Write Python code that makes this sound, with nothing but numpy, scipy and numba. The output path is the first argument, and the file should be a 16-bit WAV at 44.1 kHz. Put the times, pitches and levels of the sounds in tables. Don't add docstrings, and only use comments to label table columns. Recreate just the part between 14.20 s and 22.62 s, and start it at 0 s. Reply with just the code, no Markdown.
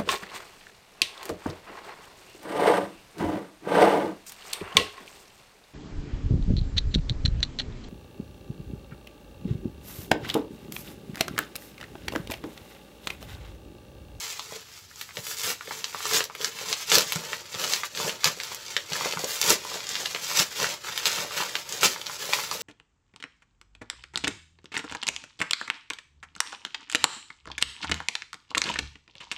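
import sys
import numpy as np
from scipy import signal
from scipy.fft import rfft, irfft
from scipy.io import wavfile
from scipy.ndimage import uniform_filter1d
from numba import njit

SR = 44100
rng = np.random.default_rng(int(sys.argv[2]) if len(sys.argv) > 2 else 0)


def file_out(sig):
    cols = np.atleast_2d(sig).T
    lim = np.clip(cols, -1, 1)
    pcm = np.round(lim * 32767).astype(np.int16)
    wavfile.write(sys.argv[1], SR, pcm)


def invert_db(x):
    u = np.asarray(x, float) / 20
    return 10 ** u


N = 371322
SNAP_DELAY_S = .001


def level(x, db):
    return x * invert_db(db) / np.sqrt(np.mean(x ** 2))


def colour(x, points):
    hz, db = np.transpose(points)
    grid_hz = np.maximum(np.fft.rfftfreq(4096, 1 / SR), 1)
    gain_db = np.interp(np.log(grid_hz), np.log(hz), db)
    cepstrum = irfft(np.log(invert_db(gain_db)))
    cepstrum[1:2048] *= 2
    cepstrum[2049:] = 0
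    response = irfft(np.exp(rfft(cepstrum)))
    return signal.fftconvolve(x, response)[:len(x)]


def band(x, hz, width_hz):
    return signal.lfilter(*signal.iirpeak(hz, hz / width_hz, fs=SR), x)


def thin(x, hz):
    return signal.sosfilt(signal.butter(2, hz, "high", fs=SR, output="sos"), x)


def walk(rate_hz):
    hold = int(SR / rate_hz)
    steps = np.repeat(rng.standard_normal(N // hold + 1), hold)
    return 1.31 * uniform_filter1d(steps, hold)[:N]


@njit
def grains(s, size, hz, cycles):
    out = np.zeros(N + 9000)
    for k in range(len(s)):
        turn = np.exp((2j * np.pi - np.log(1000.) / cycles[k]) * hz[k] / SR)
        z = size[k] + 0j
        first = int(s[k] * SR)
        last = first + min(int(cycles[k] * SR / hz[k]), 8000)
        for i in range(first, min(last, len(out))):
            z *= turn
            out[i] += z.imag
    return out[:N]


def crackle(count, hz, octaves, cycles, scatter_db, flurry_db):
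    when, side = rng.random((count, 2)).T
    centre_hz = np.broadcast_to(hz, N)[(when * N).astype(int)]
    pitch_hz = np.clip(centre_hz * 2 ** (octaves * rng.standard_normal(count)), 60, .42 * SR)
    size = np.sign(side - .5) * invert_db(scatter_db * np.minimum(rng.exponential(size=count), 4))
    size = size * np.sqrt(pitch_hz / centre_hz)
    small_breaks = grains(when * N / SR, size, pitch_hz, np.full(count, cycles))
    return level(small_breaks * invert_db(flurry_db), 0)


def hum():
    # [Hz, dB per Hz]
    spectrum = [(13, -48), (22, -13), (53, -6), (64, -7.5), (85, -2.5), (211, -13.5), (457, -17.5),
                (961, -28), (5170, -22), (16000, -54)]
    return level(colour(rng.standard_normal(N), spectrum), -57.5)


def room(x, places=16):
    # [s, dB]
    echoes = [
        (.0006, -11),
        (.0021, -8),
        (.0066, -13),
        (.0116, -11),
    ]
    # [Hz, s, dB]
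    tail_bands = [(300, 0.32, -2.5), (1440, 0.18, -5), (4930, 0.13, -8), (12370, 0.13, -10)]
    t = np.arange(SR // 2) / SR
    swell = np.minimum(t / .008, 1) * (1 - 2 * t)
    share = invert_db(68.0 * np.array([walk(14) for _ in range(places)]))
    out = x
    for part in x * share / np.sqrt(np.sum(share ** 2, axis=0)):
        tail = 0
        for hz, t60_s, db in tail_bands:
            decay = invert_db(-60 * t / min(t60_s, .4))
            wash = band(rng.standard_normal(len(t)), hz, 1.4 * hz) * decay * swell
            wash = wash / np.sqrt(np.sum(wash ** 2))
            tail = tail + invert_db(db) * wash * np.sqrt(2.07 * hz / SR)
        for lag_s, db in echoes:
            tail[int((lag_s + .0004 * rng.random()) * SR)] += invert_db(db)
        out = out + signal.fftconvolve(part, tail)[:N]
    return out


def swings():
    # [s, dB, Hz]
    thuds = [(0.986, -35, 121), (1.24, -38, 96.9), (2.764, -47, 51.1), (2.767, -28, 177),
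             (2.956, -25.5, 160), (3.351, -38, 121), (3.841, -52, 199), (3.843, -32, 168),
             (4.063, -30.5, 168), (4.715, -36, 159), (4.964, -32, 177.6), (5.292, -41, 196),
             (6.195, -31, 187), (6.413, -38, 183.8), (6.867, -43, 156), (6.979, -38, 191),
             (7.619, -38, 121), (8.084, -49.5, 136)]
    s, db, hz = np.transpose(thuds)
    return band(grains(s, invert_db(db + 6.5), hz, np.full(len(s), 6.)), 187.0, 160.0)


def pops():
    # [s, dB, Hz]
    panel_pops = [(0.192, -28, 900), (0.321, -28.5, 554), (0.97, -28.5, 460), (1.477, -30.5, 430),
                  (1.508, -24, 900), (1.745, -21, 1010), (1.853, -21, 960), (1.272, -31, 434),
                  (2.411, -30, 450), (2.716, -22.5, 437), (2.776, -15, 442), (2.956, -30, 580),
                  (4.043, -18, 1330), (4.564, -26.5, 440), (4.717, -27, 570), (4.808, -21.5, 840),
                  (4.856, -17, 490), (4.971, -22.5, 820), (5.037, -19, 445), (5.302, -15, 342),
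                  (5.449, -27, 810), (5.555, -25, 570), (5.947, -26, 456), (6.398, -26, 860),
                  (6.982, -26, 1010), (7.202, -17, 845), (7.629, -19, 575), (8.09, -24.5, 483.6),
                  (8.186, -23, 900), (8.312, -22.5, 880),
                  (0.361, -38, 458), (1.066, -38, 450), (1.112, -40, 1070), (1.298, -34, 426),
              (1.923, -26.5, 473), (2.004, -23.5, 433), (2.097, -35, 902), (2.152, -37, 431),
              (2.202, -31.5, 410), (2.513, -29.5, 441), (3.343, -33, 484), (3.799, -21.5, 864),
              (3.849, -28, 554), (3.949, -46, 447), (4.055, -24, 418), (4.074, -25, 1270), (4.1, -33, 490),
              (4.171, -33.5, 398), (4.316, -30, 850), (4.753, -38, 872), (4.933, -25, 471),
              (4.994, -25, 571), (5.514, -30, 880), (5.831, -30.5, 574), (6.112, -25, 877),
              (6.417, -23.5, 460), (6.433, -23, 476), (6.95, -35.5, 1230), (7.046, -26, 565),
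              (7.107, -27.5, 1010), (7.224, -23, 900), (7.353, -24, 1010), (7.76, -28, 1300),
              (7.795, -36, 458), (8.039, -30.5, 495)]
    # [s, dB, 1]
    stages = [
        (.002, 4.5, 1.2),
        (.004, -7.5, 2),
        (.009, -27.5, .94),
    ]
    s, db, hz = np.transpose(panel_pops)
    flips = 0
    for lag_s, gain_db, ratio in stages:
        flips = flips + grains(s + lag_s, invert_db(db + gain_db), hz * ratio, np.full(len(s), 8.))
    return thin(flips, 146.0)


def strong_breaks():
    # [s, dB, Hz, dB]
    cracks = [(0.812, -17, 3220, -4.5), (.9692, -15.5, 3030, -22), (1.0669, -20.5, 3020, -2),
              (1.2341, -15, 3370, -5), (1.911, -16, 1437, -13), (1.9345, -10.5, 6100, -4),
              (2.0399, -16, 5400, -2.5), (2.15, -19.5, 2350, -8), (2.2119, -16, 3500, -14),
              (2.695, -15, 3560, -21), (2.7826, -1, 5140, -5), (2.9212, -9, 2950, -3),
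              (4.0427, 0.5, 4900, -14), (4.234, -16, 4770, -9), (4.346, -23, 7060, 2.5),
              (5.214, -5.5, 6090, -4.5), (5.2617, -12, 5950, -5), (5.5134, -25, 4140, -24),
              (6.1323, -20, 5030, -3), (6.776, -9, 3400, -9.5), (6.8552, -3, 3850, -16),
              (7.3531, -7, 2670, -41), (7.49, -22, 6700, -7), (4.7208, -15, 2860, -18),
              (7.8137, -17.5, 3500, -20), (7.314, -26, 4500, -22)]
    # [s, dB, Hz]
    ticks = [(.194, -16.5, 3830), (1.2152, -15, 5300), (1.6418, -9.5, 4070), (1.8537, -17, 5400),
             (1.9583, -13, 3950), (2.2447, -5.5, 4970), (2.485, -16.5, 4090), (2.5274, -5, 4300),
             (2.699, -8, 6960), (2.8718, -28, 5300), (3.3417, -18.5, 3630), (3.4447, -14, 4900),
             (3.535, -3, 4250), (3.773, -15.5, 3570), (4.0545, -5, 3340), (4.481, -23, 4730),
             (4.7321, -11, 4793), (4.9238, -12, 3500), (4.9915, -15, 6260), (5.0429, -10.5, 6300),
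             (5.6902, -12, 6600), (5.7534, -9, 3760), (6.3998, -13, 5520), (7.5235, -12.5, 6700),
             (7.6092, -16, 5830), (7.866, -14.5, 3850), (8.312, -12.5, 4700), (6.0454, -16, 6200)]
    # [s, dB, Hz]
    folds = [(1.4085, -19.5, 1680), (1.4735, -23.5, 2160), (1.5081, -19, 1560), (1.7457, -19, 1700),
             (1.8043, -20, 1280), (2.0048, -9, 2410), (2.0977, -25.5, 1570), (2.387, -19, 2620),
             (2.7166, -1.5, 2910), (2.958, -18, 1740), (3.1304, -11, 2100), (3.439, -11, 2900),
             (3.6333, -11, 1750), (3.894, -12, 2840), (4.0733, -11.5, 1620), (4.565, -3.5, 2850),
             (4.7541, -15.5, 1720), (4.846, -15, 2100), (4.971, -18.5, 1480), (5.8576, -9.5, 3340),
             (5.947, -11, 2920), (6.4207, -18.5, 2300), (6.443, -9.5, 1570), (6.6849, -19, 1440),
             (7.211, -14, 2800), (7.2218, -14, 825), (7.6306, -4, 2000), (8.1274, -13.5, 2040),
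             (8.1328, -4, 2560), (0.89, -28, 1180)]
    tick_treble_db, fold_treble_db = -24, -29
    return cracks + [(*r, tick_treble_db) for r in ticks] + [(*r, fold_treble_db) for r in folds]


def small_breaks():
    # [s, dB, Hz]
    pricks = [(0.362, -22.5, 5120), (0.712, -32, 1640), (0.758, -24, 6900), (0.907, -26, 2040),
              (1.052, -21, 6010), (1.112, -21, 1630), (1.169, -21, 5780), (1.185, -16, 7520),
              (1.195, -17, 5130), (2.053, -20, 4110), (2.581, -26, 4780), (3.415, -13, 3530),
              (3.476, -13, 4280), (3.749, -18.5, 3150), (3.789, -16, 3920), (4.936, -17, 1720),
              (5.166, -22, 3820), (5.604, -18, 4140), (5.638, -28, 5190), (5.763, -15, 2190),
              (5.961, -13, 2060), (6.732, -24, 2000), (7.76, -20, 1320), (7.896, -17.5, 1323),
              (7.944, -20.5, 6540),
              (0.956, -31, 3590), (1.174, -24, 5120), (1.728, -27, 1720), (2.6514, -36, 5180),
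             (2.722, -3, 6270), (2.7564, -9, 5260), (2.8833, -19, 6100), (3.3477, -15.5, 3560),
             (3.88, -15, 2890), (4.0989, -21, 1680), (4.463, -23, 5200), (4.911, -14, 5090),
             (5.0883, -29, 4410), (5.2274, -8, 3000), (5.668, -17, 4520), (5.71, -16, 4440),
             (5.7434, -15, 4070), (6.1214, -22, 5010), (6.1564, -23, 5300), (6.163, -11.5, 5280),
             (6.467, -16, 1710), (6.645, -20, 1580), (6.6696, -20.5, 1690), (6.8964, -16, 4610),
             (7.1043, -32, 3730), (7.1212, -20, 2280), (7.4934, -17, 6610), (8.1948, -18, 1710)]
    # [s, dB, Hz, dB]
    rips = [(2.7531, 1, 4500, -7), (5.2772, -10, 8600, -8), (2.9315, -14, 5000, -14),
            (2.9582, -14, 7000, -10), (7.861, -21, 4200, -20), (2.868, -22, 5000, -20),
            (5.292, -16, 5400, -10), (5.3030, 2.5, 6700, -12), (4.034, -18, 1600, -25),
            (5.296, -3, 8900, -14), (9, -3, 6100, -20), (4.2, -14, 2900, -19), (6.1717, -7, 5700, -10),
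            (6.192, -2.5, 4100, -18)]
    gain_db, treble_db = -2.5, -30
    return [(s, db + gain_db, hz, treble_db) for s, db, hz in pricks] + rips


def snaps():
    s, db, hz, treble_db = np.transpose(strong_breaks() + small_breaks())
    s = s + SNAP_DELAY_S
    count = len(s)
    sign = np.sign(rng.standard_normal(count))
    out = grains(s, sign * invert_db(db + 1.5), hz, np.full(count, 4.6))
    out += grains(s, sign * invert_db(db + treble_db + 12.0), np.full(count, 12500.), np.full(count, 5.))
    chance = rng.random((count, 6, 3))
    late_s = .0005 + .008 * chance[..., 0] ** 2
    size = invert_db(db[:, None] - 5.5 - 1300 * late_s - 2.2 * chance[..., 1])
    pitch_hz = np.clip(hz[:, None] * 2 ** (1.3 * (chance[..., 2] - .3)), 60, .42 * SR)
    after_s = (s[:, None] + late_s).ravel()
    out += grains(after_s, size.ravel(), pitch_hz.ravel(), np.full(late_s.size, 4.))
    return thin(thin(out, 620.0), 400.0)


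def effort():
    # [s, dB, dB, s per 10 dB, s per 10 dB]
    tugs = [(0, -34, -16.5, .15, .26), (.36, -43, -5.5, .2, .06), (.578, -47.5, -12, .1, .06),
            (.838, -47.5, -26, .13, .1), (.978, -40, -5, .03, .082), (1.072, -38.5, -10, .05, .3),
            (1.266, -27, -9, .046, .05), (1.305, -30.5, -9, .145, .03), (1.548, -39.5, -4, .1, .14),
            (1.658, -42, -9.5, .18, .05), (1.874, -32, -11.5, .14, .08), (1.968, -23, -5.5, .086, .035),
            (2.248, -35, -3, .07, .07), (2.438, -35, -4.5, .1, .14), (2.523, -30, -8.5, .08, .03),
            (2.645, -38, -18.5, .15, .07), (2.752, -20, -5, .035, .04), (2.94, -36, -1.5, .08, .25),
            (3.173, -38, -6.5, .4, .05), (3.433, -30.5, -5, .1, .12), (3.554, -31, -10.5, .2, .06),
            (3.637, -37, -30, .02, .045), (3.812, -29, -3, .045, .12), (3.852, -30, -.5, .07, .1),
            (4.058, -25, -5, .019, .04), (4.306, -39, -7, .3, .11), (4.57, -39.5, -24, .2, .09),
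             (4.736, -30, -5, .045, .26), (4.86, -28, -8, .08, .03), (5.104, -33, -12.5, .13, .25),
             (5.31, -19, -4, .06, .033), (5.533, -34.5, -6.5, .17, .14), (5.786, -35, -7, .3, .3),
             (5.933, -38.5, -10, .1, .1), (6.106, -29, -10, .093, .1), (6.195, -19.5, -9, .04, .034),
             (6.425, -24, -4.5, .044, .055), (6.677, -34, -6.5, .04, .09), (6.776, -36, -14.5, .13, .2),
             (6.868, -22, -15, .012, .06), (7.006, -29, -4.5, .07, .03), (7.175, -30.5, -6.5, .05, .13),
             (7.366, -38, -15.5, .04, .04), (7.558, -36, -3, .11, .34), (7.645, -18, -18.5, .022, .046),
             (7.87, -41.5, -4, .35, .275), (8.145, -31, -7.5, .19, .23), (8.321, -37.5, -3, .064, .4),
            (.53, -49.5, -17, 0.4, 0.3), (2.722, -20.5, -4.5, 0.0156, 0.12),
             (2.783, -23, -11.5, 0.153, 0.0221), (3.05, -39, -1.5, 0.63, 0.22), (4.47, -41.5, -8, 1.5, 0.6),
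             (5.295, -29, -2, 0.0658, 0), (6.165, -32, -9, -0.05, 0.15), (6.358, -31, -11, -0.01, 0.18),
             (6.545, -33.5, -8, 0.36, -0.01), (7.038, -35.5, -6, 0.5, 0), (7.12, -36, -6, 0.1, 0.4),
             (7.632, -17, -8.5, 0, 0.0437), (7.97, -37, -9, .15, -0.1), (6.64, -39.5, -6, -0.1, .1),
             (2.886, -36, -12, 0.2, 0.05), (4.855, -26.5, -6, 0.05, -0.01), (6.92, -29.5, -18, 0.12, 0.11),
             (2.695, -23, -12, 0.0231, 0.0745), (7.612, -27, -7, 0, -0.01)]
    # [s, dB, s]
    dips = [(0.673, -5, 0.034), (1.372, -1, 0.02), (2.66, -8.5, 0.025), (2.852, -8.5, 0.03),
            (3.26, -2.5, 0.038), (3.705, -2, 0.027), (4.418, -3.5, 0.026), (4.666, -4, 0.024),
            (4.96, -3, 0.0098), (5.012, -1, 0.012), (5.416, -2, 0.023), (6.29, -5.5, .02),
            (6.592, -8, 0.023), (7.088, -4, 0.019), (7.44, -4, 0.022), (8.288, -3.5, 0.018)]
    flex_steepness = 1.23
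    t, crease_db, flex_db = np.arange(N) / SR, -99, -99
    for s, db, over_db, rise_s, fall_s in tugs:
        sag_db = 10 * np.where(t < s, (s - t) / max(rise_s, .01), (t - s) / max(fall_s, .01))
        crease_db = np.maximum(crease_db, db - sag_db)
        flex_db = np.maximum(flex_db, db + over_db - flex_steepness * sag_db)
    dip_db = sum(db * np.exp(-((t - s) / max(half_s, .005)) ** 2) for s, db, half_s in dips)
    return crease_db + dip_db, flex_db + dip_db


def taut(db):
    strain_s = 0.0144
    held = db.copy()
    for s in np.transpose(strong_breaks())[0] + SNAP_DELAY_S:
        strain = slice(int((s - strain_s) * SR), int(s * SR))
        held[strain] = np.minimum(held[strain], held[strain.start])
    return held


def air_pocket(flurry):
    # [Hz, Hz, dB]
    shut_modes = [(160, 450, -4), (441, 29, 7.5), (570, 54, -6), (1000, 120, 8.5)]
    # [Hz, Hz, dB]
    open_modes = [(171, 186, -1), (381, 22, 5), (472, 24, 5), (560, 73, 10), (907, 59, 7.5), (1010, 39, 0)]
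    opens_s, opening_s = 2.84, 0.36
    push = crackle(count=5000, hz=560., octaves=.65, cycles=2.5, scatter_db=2.8, flurry_db=1.5 * flurry)
    shut = sum(invert_db(db) * band(push, hz, width_hz) for hz, width_hz, db in shut_modes)
    opened = sum(invert_db(db) * band(push, hz, width_hz) for hz, width_hz, db in open_modes)
    gape = np.clip((np.arange(N) / SR - opens_s) / opening_s + .5, 0, 1)
    pocket = (1 - gape) * shut + gape * opened
    sheet = invert_db(-8.5) * band(push, 300.0, 750.0)
    return level(thin(pocket + sheet, 110.0), -3.5)


def handling():
    # [s, Hz, dB]
    paper_grain = [(0, 4900, -13.5), (.5, 3720, -10.5), (1.098, 5130, -5.5), (1.3, 3840, -8.5),
                   (1.95, 4200, -12), (2.3, 3770, -12.5), (2.72, 4630, -14), (3.1, 3700, -13.5),
                   (3.5, 4100, -12), (4.3, 3920, -14), (4.9, 3760, -15.5), (5.1, 4200, -7),
                   (5.6, 3970, -17), (6.17, 4550, -12), (6.6, 3600, -15), (7.35, 3300, -12),
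                   (7.55, 4070, -13), (8.42, 3840, -9)]
    crease_db, flex_db = (taut(db) for db in effort())
    s, *columns = np.transpose(paper_grain)
    colour_hz, fibre_db = (np.interp(np.arange(N) / SR, s, c) for c in columns)
    flurry = walk(60)
    drum = air_pocket(flurry)
    grain_hz = 3670.0 * (colour_hz / 4000) ** 1.12
    creases = crackle(count=24000, hz=grain_hz, octaves=0.69, cycles=3.3, scatter_db=3.0,
                      flurry_db=1.7 * flurry)
    fibres = crackle(count=40000, hz=13500.0, octaves=0.21, cycles=3.7, scatter_db=2.5,
                     flurry_db=2.0 * flurry)
    prickle = crackle(count=2500, hz=1.17 * grain_hz, octaves=0.43, cycles=4.0, scatter_db=3.5,
                      flurry_db=1.4 * flurry)
    creases = thin(thin(creases + invert_db(-8.0) * prickle, 400.0), 300.0)
    hiss = invert_db(fibre_db + 9.) * thin(fibres, 2300.0)
    return invert_db(crease_db - 4.0) * (creases + hiss) + invert_db(flex_db) * drum


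def scene():
    # [Hz, Hz, 0-1]
    cancelled = [(273, 33, 0.29), (736, 144, 0.13)]
    paper = room(handling() + snaps() + pops() + swings())
    for hz, width_hz, share in cancelled:
        paper = paper - min(share, 1) * band(paper, hz, width_hz)
    return (invert_db(-0.5) * thin(paper, 84.0) + hum())[None]


def low_pass(x):
    return signal.sosfilt(signal.butter(12, 16510, fs=SR, output="sos"), x)


def record(dry):
    # [Hz, dB]
    mic = [(30, -14.5), (100, 0), (300, -1.5), (3000, 2.5), (6000, 6), (7600, 7), (8900, -3.5), (11000, 0),
           (16000, -3.5)]
    top_cut = signal.ellip(12, .2, 80, 15720, fs=SR, output="sos")
    heard = signal.sosfilt(top_cut, colour(dry[0], mic))
    return low_pass(np.clip(heard, -1, 1)[None])


dry = scene()
out = record(dry)
file_out(out)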